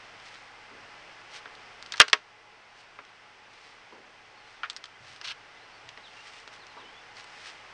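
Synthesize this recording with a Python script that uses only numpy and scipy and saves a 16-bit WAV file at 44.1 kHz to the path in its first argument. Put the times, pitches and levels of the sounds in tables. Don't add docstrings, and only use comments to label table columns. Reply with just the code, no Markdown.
import sys
import numpy as np
from scipy import signal
from scipy.fft import rfft, irfft, next_fast_len
from scipy.io import wavfile
from scipy.ndimage import uniform_filter1d, map_coordinates

SR = 44100
rng = np.random.default_rng(int(sys.argv[2]) if len(sys.argv) > 2 else 0)


def master(y):
    cut = np.clip(np.atleast_2d(y).T, -1, 1)
    pcm = np.round(cut * 32767)
    wavfile.write(sys.argv[1], SR, pcm.astype(np.int16))


N = 340893
SPOT_HZ, SHORTENING = 2896, 0.93


def amp(db):
    return 10 ** (np.asarray(db) / 20)


def unit(x):
    return x / np.sqrt(np.mean(x ** 2) + 1e-20)


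def unit_attack(x):
    return unit(x) * np.sqrt(np.mean(x ** 2) / np.mean(x[:220] ** 2))


def clock(seconds):
    return np.arange(round(seconds * SR)) / SR


def add(track, start_s, x):
    part = track[round(start_s * SR):][:len(x)]
    part += x[:len(part)]


def gains(points, hz):
    pitches, db = np.transpose(points)
    return amp(np.interp(np.log(hz + 1), np.log(pitches + 1), db))


def resonance(hz, centre, width):
    return 1j * hz * width / (centre ** 2 - hz ** 2 + 1j * hz * width)


def filtered(x, response):
    size = next_fast_len(len(x) + SR // 10)
    return irfft(rfft(x, size) * response(np.fft.rfftfreq(size, 1 / SR)), size)[:len(x)]


def coloured(x, points):
    size = 2 * next_fast_len(len(x))
    cepstrum = irfft(np.log(gains(points, np.fft.rfftfreq(size, 1 / SR))))
    cepstrum[1:size // 2] *= 2
    cepstrum[size // 2 + 1:] = 0
    return irfft(rfft(x, size) * np.exp(rfft(cepstrum)))[:len(x)]


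def wobble(rate):
    return map_coordinates(rng.standard_normal(int(N * rate / SR) + 2), [np.arange(N) * rate / SR])


def grains(rate, spread_db):
    clicks = (rng.random(N) < rate / SR) * rng.choice([-1, 1], N)
    return unit(clicks * amp(spread_db * rng.standard_normal(N)))


def background():
    # pitch_hz, level_db
    air_tone = [(20, -13.5), (35, -9.5), (65, -14.5), (130, -7.5), (200, -9), (450, -4), (850, -0.5),
                (1400, 0.5), (2600, -2), (3200, -5.5), (3800, -10.5), (5200, -10.5), (8500, -25),
                (11000, -31)]
    # pitch_hz, width_hz, level_db
    drone_bands = [(449.6, 28, -72), (745.6, 37, -68.5), (839.4, 9.7, -65.5), (2036, 50, -64.5)]
    # pitch_hz, level_db
    hum_tones = [(35, -77), (107.7, -75)]
    hiss = unit(filtered(rng.standard_normal(N), lambda hz: gains(air_tone, hz)))
    drone = sum(amp(db) * unit(filtered(rng.standard_normal(N), lambda hz: resonance(hz, pitch, width)))
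                for pitch, width, db in drone_bands)
    t = np.arange(N) / SR
    hum = sum(amp(db) * unit(np.sin(2 * np.pi * hz * t + .5 * wobble(1.4))) for hz, db in hum_tones)
    sway = amp(.5 * wobble(3))
    return amp(-52) * sway * hiss + drone + hum


def bird():
    # start_s, pitch_hz, glide_octaves, level_db
    notes = [(3.83, 3420, -.05, -62), (4.14, 3100, .1, -63), (4.35, 4420, -.08, -62),
             (4.43, 4200, -.1, -63), (4.56, 3400, -.3, -60), (4.87, 3080, -.15, -61), (4.93, 3250, .3, -60),
             (5.555, 3850, .25, -59), (5.6, 4250, .15, -61), (5.715, 4550, -.03, -58.5),
             (6.033, 3550, -.52, -49.5), (6.16, 2720, .08, -51), (6.32, 2750, 0, -56),
             (6.595, 4050, -.5, -54.5), (6.675, 4150, -.3, -60), (6.778, 3550, -.5, -53),
             (6.838, 3000, .12, -53.5), (6.94, 3430, .08, -56.5)]
    voice_hz, curl = 3390, 0.43
    song = np.zeros(N)
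    for start_s, hz, glide, db in notes:
        length_s = .075 * (1 - .55 * abs(glide))
        progress = clock(length_s) / length_s
        bend = (voice_hz / hz) ** (curl * (2 * progress - 1) ** 2)
        waver = 2 ** (.008 * wobble(130)[:len(progress)])
        pitch = hz * 2 ** (glide * (progress - .5)) * bend * waver
        swell = np.sqrt(np.abs(np.sin(np.pi * progress)))
        add(song, start_s, amp(db) * swell * np.sin(2 * np.pi * np.cumsum(pitch) / SR))
    song *= .95 + .22 * wobble(160)
    t = clock(1 / 2)
    echoes = rng.standard_normal(len(t)) * amp(-60 * t / 0.21)
    return song + .55 * signal.fftconvolve(song, echoes / np.linalg.norm(echoes))[:N]


def rustle():
    # middle_s, half_length_s, level_db
    moves = [(0.265, 0.0079, -50.5), (0.293, .01, -55), (0.317, 0.088, -56), (.346, 0.0064, -51),
             (1.345, .03, -51), (1.366, .018, -47), (2.80, 0.03, -54), (3.545, .02, -56), (3.663, .07, -55),
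             (4.521, .064, -59), (5.105, 0.057, -51), (6.22, .14, -56.5), (6.275, .02, -50),
             (6.368, 0.043, -53), (6.547, 0.018, -51.5), (7.192, .024, -49.5), (7.426, 0.12, -54.5),
             (7.468, .03, -47)]
    # pitch_hz, level_db
    leaf_tone = [(200, -35), (500, -49), (1000, -7.5), (2200, -1), (3800, -4.5), (5500, -6.5), (9000, -20),
                 (11000, -27)]
    t = np.arange(N) / SR
    power = sum(amp(db) ** 2 * np.exp(-((t - middle_s) / half_s) ** 2) for middle_s, half_s, db in moves)
    crunch = amp(-9) * grains(rate=220, spread_db=3)
    fine = grains(rate=3500, spread_db=-3.5)
    crackle = unit(filtered(fine + crunch, lambda hz: gains(leaf_tone, hz)))
    return np.sqrt(power) * amp(1.2 * wobble(90)) * crackle


def bumps():
    # start_s, level_db, pitch_hz
    pushes = [(0.708, -51.5, 400), (0.79, -62, 200), (1.465, -67, 280), (3.92, -43.5, 540),
              (5.0, -53.5, 106), (5.09, -60, 106), (5.259, -56, 106), (5.839, -59, 124.5),
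              (6.765, -45, 740)]
    # pitch_hz, level_db, fade_s (time to fall by 60 dB)
    hollow = [(105, -1, 0.41), (277.6, -10, 0.8), (427, -1.5, 0.34), (1030, 0.5, 0.24)]
    out, t = np.zeros(N), clock(1 / 2)
    rise = 1 - np.exp(-t / 0.0035)
    for start_s, db, push_hz in pushes:
        for pitch, resonance_db, fade_s in hollow:
            noise = rng.standard_normal(len(t))
            boom = unit(filtered(noise, lambda hz: resonance(hz, pitch, .5 * pitch) ** 2))
            level_db = db + resonance_db - 5.5 * np.log2(pitch / push_hz) ** 2
            add(out, start_s, amp(level_db - 60 * t / fade_s) * rise * boom)
    return out


def cover_ring(t):
    # pitch_hz, level_db
    cover_tones = [(280, -11), (420, -4), (480, -9), (617, -3), (733, -9), (955, 0), (1096, -2), (1180, -7),
                   (1290, 1), (1453, 0), (1600, 2), (1680, -5), (1838, -1), (1922, -2), (2074, 1),
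                   (2271, -1), (2460, -3), (2735, 1), (2862, 1), (3169, 0), (3343, -2), (3650, -4),
                   (4310, -6), (4584, -3), (4716, -6), (5026, -7), (6063, -10)]
    hz, db = np.transpose(cover_tones)[:, :, None]
    fade_s = 0.094 * (hz / 955) ** -.25
    strength = rng.choice([-1, 1], hz.shape) * amp(db + rng.normal(0, 0.9, hz.shape))
    ringing = np.sum(strength * amp(-60 * t / fade_s) * np.sin(2 * np.pi * hz * t), axis=0)
    bass_cut = signal.butter(2, 330, 'highpass', fs=SR, output='sos')
    return unit_attack(signal.sosfilt(bass_cut, ringing))


def blows(hits, treble_db, fade_s, ring_db, snap_db, tail_db, tail_s):
    # pitch_hz, level_db
    wood_tone = [(40, -59.5), (140, -37), (260, -26.5), (420, -12), (800, -6), (1350, 2), (2000, -0.5),
                 (2800, -2), (3900, -5), (4700, -4.5), (6200, -11), (9000, -26), (11000, -34.5)]
    out, t = np.zeros(N), clock(1 / 4)
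    for start_s, db, thump_db, pitch, focus_db in hits:
        octaves = np.log2(pitch / SPOT_HZ)
        age = t * 2 ** (SHORTENING * octaves)
        edge_db = min(treble_db + 11 * octaves, 5)
        ring_gain = amp(ring_db - 2.5 * octaves)
        fade = amp(-60 * age / fade_s) + amp(tail_db - 60 * np.sqrt(t * age) / tail_s)
        burst = unit_attack(rng.standard_normal(len(t)) * fade)
        burst[0] += amp(snap_db)
        peak = lambda hz, centre: resonance(hz, centre, 0.2 * centre)
        spot = lambda hz: 1 + amp(focus_db) * (peak(hz, pitch) + amp(-6) * peak(hz, 1.95 * pitch))
        wood = unit_attack(filtered(coloured(burst, wood_tone), spot))
        blow = unit_attack(wood + ring_gain * cover_ring(t))
        hardness = [(200, 1.743 * thump_db), (500, thump_db), (1200, 0.0009), (1900, 0.0047),
                    (4000, edge_db), (9000, 1.8 * edge_db)]
        add(out, start_s, amp(db) * coloured(blow, hardness))
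    return out


def taps():
    # start_s, level_db, thump_db (bass), pitch_hz, focus_db (how much that pitch stands out)
    touches = [(.2, -52, -4, 2440, 3), (.356, -47, -1, 2040, 11), (1.457, -39.5, 9.5, 1650, 18),
               (1.552, -55, -12, 4180, 11), (1.826, -45, -14, 4370, -7), (1.8617, -48.5, -9, 3800, -8),
               (1.87, -59, -12.5, 4300, 3), (1.9214, -38.5, -24, 3540, 11), (1.9227, -38, -14.5, 6070, -2),
               (1.9236, -46, -10, 2700, 3), (1.938, -43, -13, 4200, 3), (1.9405, -33, -5, 1810, 7),
               (1.959, -49, -8.5, 5230, 3.5), (1.971, -46.5, -16, 5900, 4), (1.9793, -40.5, -8.5, 3270, 2),
               (1.9975, -35, -6, 3530, 3), (2.0814, -35, -2, 4240, 0), (2.084, -33, 4, 2940, 4),
               (2.0992, -39, 2, 4410, 3), (2.989, -34, 5.5, 1107, 7), (3.051, -52.5, -2, 3060, 3),
               (4.6333, -24.5, -8, 1480, 9), (4.641, -28.5, -6, 1220, 12), (4.648, -34.5, -10, 1750, 9),
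               (4.657, -39, -10, 1600, 11), (4.6996, -34, -17, 3710, 11), (4.7066, -47, -13, 3750, 12),
               (4.731, -56, -13, 7800, 10), (4.7645, -40, -9, 5260, 4), (4.7698, -45.5, -1, 4770, -6),
               (4.8405, -38.5, -11, 3220, 0), (4.856, -47, -10, 3500, 3), (5.162, -50.5, -15, 4300, 1),
               (5.214, -37.5, -3, 2710, 11), (5.89, -42.5, -10, 3040, 5), (5.975, -41.5, 10.5, 2090, 2),
               (6.4, -57, -10, 3800, 3), (6.477, -43.5, 8.5, 2980, -15), (6.668, -56, -10, 6330, -1),
               (7.169, -53, -10, 4220, 7), (7.183, -47, -3, 2040, -2), (7.243, -52.5, -8, 8160, 6)]
    bounces = [(start_s + 0.0053 * (hz / SPOT_HZ) ** -SHORTENING, db - 14.5, thump_db, hz, focus_db)
               for start_s, db, thump_db, hz, focus_db in touches]
    return blows(touches + bounces, treble_db=1.5, fade_s=0.014, ring_db=-13,
                 snap_db=17.5, tail_db=-17, tail_s=.11)


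def scrape():
    # pitch_hz, width_hz, level_db
    rim_tones = [(1340, 92, -13), (1750, 74, 3.5), (2210, 100, -20), (2530, 77, 6), (2840, 72, -2),
                 (3150, 94, 6.5), (4280, 170, -7), (5100, 200, -13), (5350, 190, -12), (6600, 400, -23)]
    # time_s, pitch_ratio, level_db, treble_db
    path = [(5.245, .96, 0, 1.5), (5.28, 1.03, -.5, 1), (5.312, .97, 2, -2)]
    start_s, rise_s, hold_s, fall_s = 5.242, .035, .077, .045
    slips_per_s, grit_s = 600, .0009
    now = np.arange(N) / SR
    t = now - start_s
    fade = np.maximum(-t / rise_s, 0) + np.maximum((t - hold_s) / fall_s, 0)
    spacing, strength = rng.standard_normal(size=(2, 240))
    slip_times = start_s - rise_s + np.cumsum(np.exp(.35 * spacing)) / slips_per_s
    slips = np.bincount((slip_times * SR).astype(int), amp(1.8 * strength), N)[:N]
    grip_db = 1.2 * wobble(170)
    slips *= np.sqrt(SR / slips_per_s) * amp(-38.5 + grip_db - 60 * np.minimum(fade, 2))
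    decay = np.exp(-clock(1 / 100) / grit_s)
    grit = rng.standard_normal(N) * np.sqrt(np.convolve(slips ** 2, decay / decay.sum())[:N])
    out = np.zeros(N)
    for this_point, (_, ratio, level_db, treble_db) in zip(np.eye(len(path)), path):
        nearness = np.interp(now, np.transpose(path)[0], this_point)
        rubbing = amp(level_db) * nearness * (grit + 0.48 * slips)
        rim = lambda hz: sum((-1) ** k * amp(db) * resonance(hz, ratio * pitch, width)
                             for k, (pitch, width, db) in enumerate(rim_tones))
        rasp = [(100, -55), (500, -13), (1300, 3), (3000, 9.5),
                (6300, treble_db - 2), (10000, treble_db - 29)]
        out += filtered(rubbing, lambda hz: amp(10) * rim(hz) + gains(rasp, hz))
    return out


def seam():
    # start_s, level_db, thump_db, break_s (time to break), ring_db, rebound_db
    cracks = [(2, -2.5, -3.5, .002, -7.5, -2), (2.1301, -8, -5, .0012, -20, -7)]
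    # delay (in units of break_s), level_db, pitch_hz
    stages = [(0, -4.5, 3450), (0.798, -0.5, 2800)]
    # start_s, level_db, pitch_hz
    slips = [(2.0066, -6.5, 1500), (2.0112, -11, 1900), (2.0128, -12, 3400), (2.0152, -14, 3900),
             (2.0174, -13.5, 2200), (2.0193, -13.5, 2700)]
    slip_thump_db, focus_db = -5, 6
    rebound_hz, rebound_focus_db = 1297, 4.5
    rings, t = np.zeros(N), clock(1 / 4)
    hits = [(start_s, db, slip_thump_db, hz, focus_db) for start_s, db, hz in slips]
    for start_s, db, thump_db, break_s, ring_db, rebound_db in cracks:
        for delay, stage_db, hz in stages:
            hits.append((start_s + delay * break_s, db + stage_db, thump_db, hz, focus_db))
        hits.append((start_s + 3.4 * break_s, db + rebound_db, thump_db, rebound_hz, rebound_focus_db))
        add(rings, start_s + break_s, amp(ring_db) * cover_ring(t))
    return rings + blows(hits, treble_db=-1.5, fade_s=0.021, ring_db=-19,
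                         snap_db=2.5, tail_db=-32.5, tail_s=0.19)


def scene():
    return (seam() + taps() + bumps() + scrape() + rustle() + bird() + background())[None]


def auto_volume(x, threshold_db, depth_db, recovery_db_per_s):
    loudness_db = 10 * np.log10(np.abs(uniform_filter1d(x ** 2, size=128)) + 1e-12)
    excess_db = np.clip(loudness_db - threshold_db, 0, depth_db)
    creep_db = recovery_db_per_s * np.arange(N) / SR
    cut_db = np.maximum.accumulate(excess_db + creep_db) - creep_db
    step = 1 / (0.0015 * SR)
    return x * amp(-signal.lfilter([step], [1, step - 1], cut_db))


def record(dry):
    # pitch_hz, level_db
    mic_tone = [(5000, 1.5), (6200, 0.5), (7000, -2.5), (8500, 1), (9800, -5.5), (10500, -13),
                (11200, -23.5)]
    ceiling, top_hz = .82, 11666
    x = filtered(dry[0], lambda hz: gains(mic_tone, hz))
    x = auto_volume(x, threshold_db=-16.5, depth_db=5, recovery_db_per_s=0.91)
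    loudest = np.argmax(np.abs(x))
    x = x / (1 + np.abs(x / ceiling) ** 8) ** (1 / 8)
    x[loudest] *= -1
    x = filtered(x, lambda hz: np.clip((top_hz - hz) / 1000, 0, 1))
    return x[None] / max(1, np.abs(x).max() / .99)


dry = scene()
out = record(dry)
master(out)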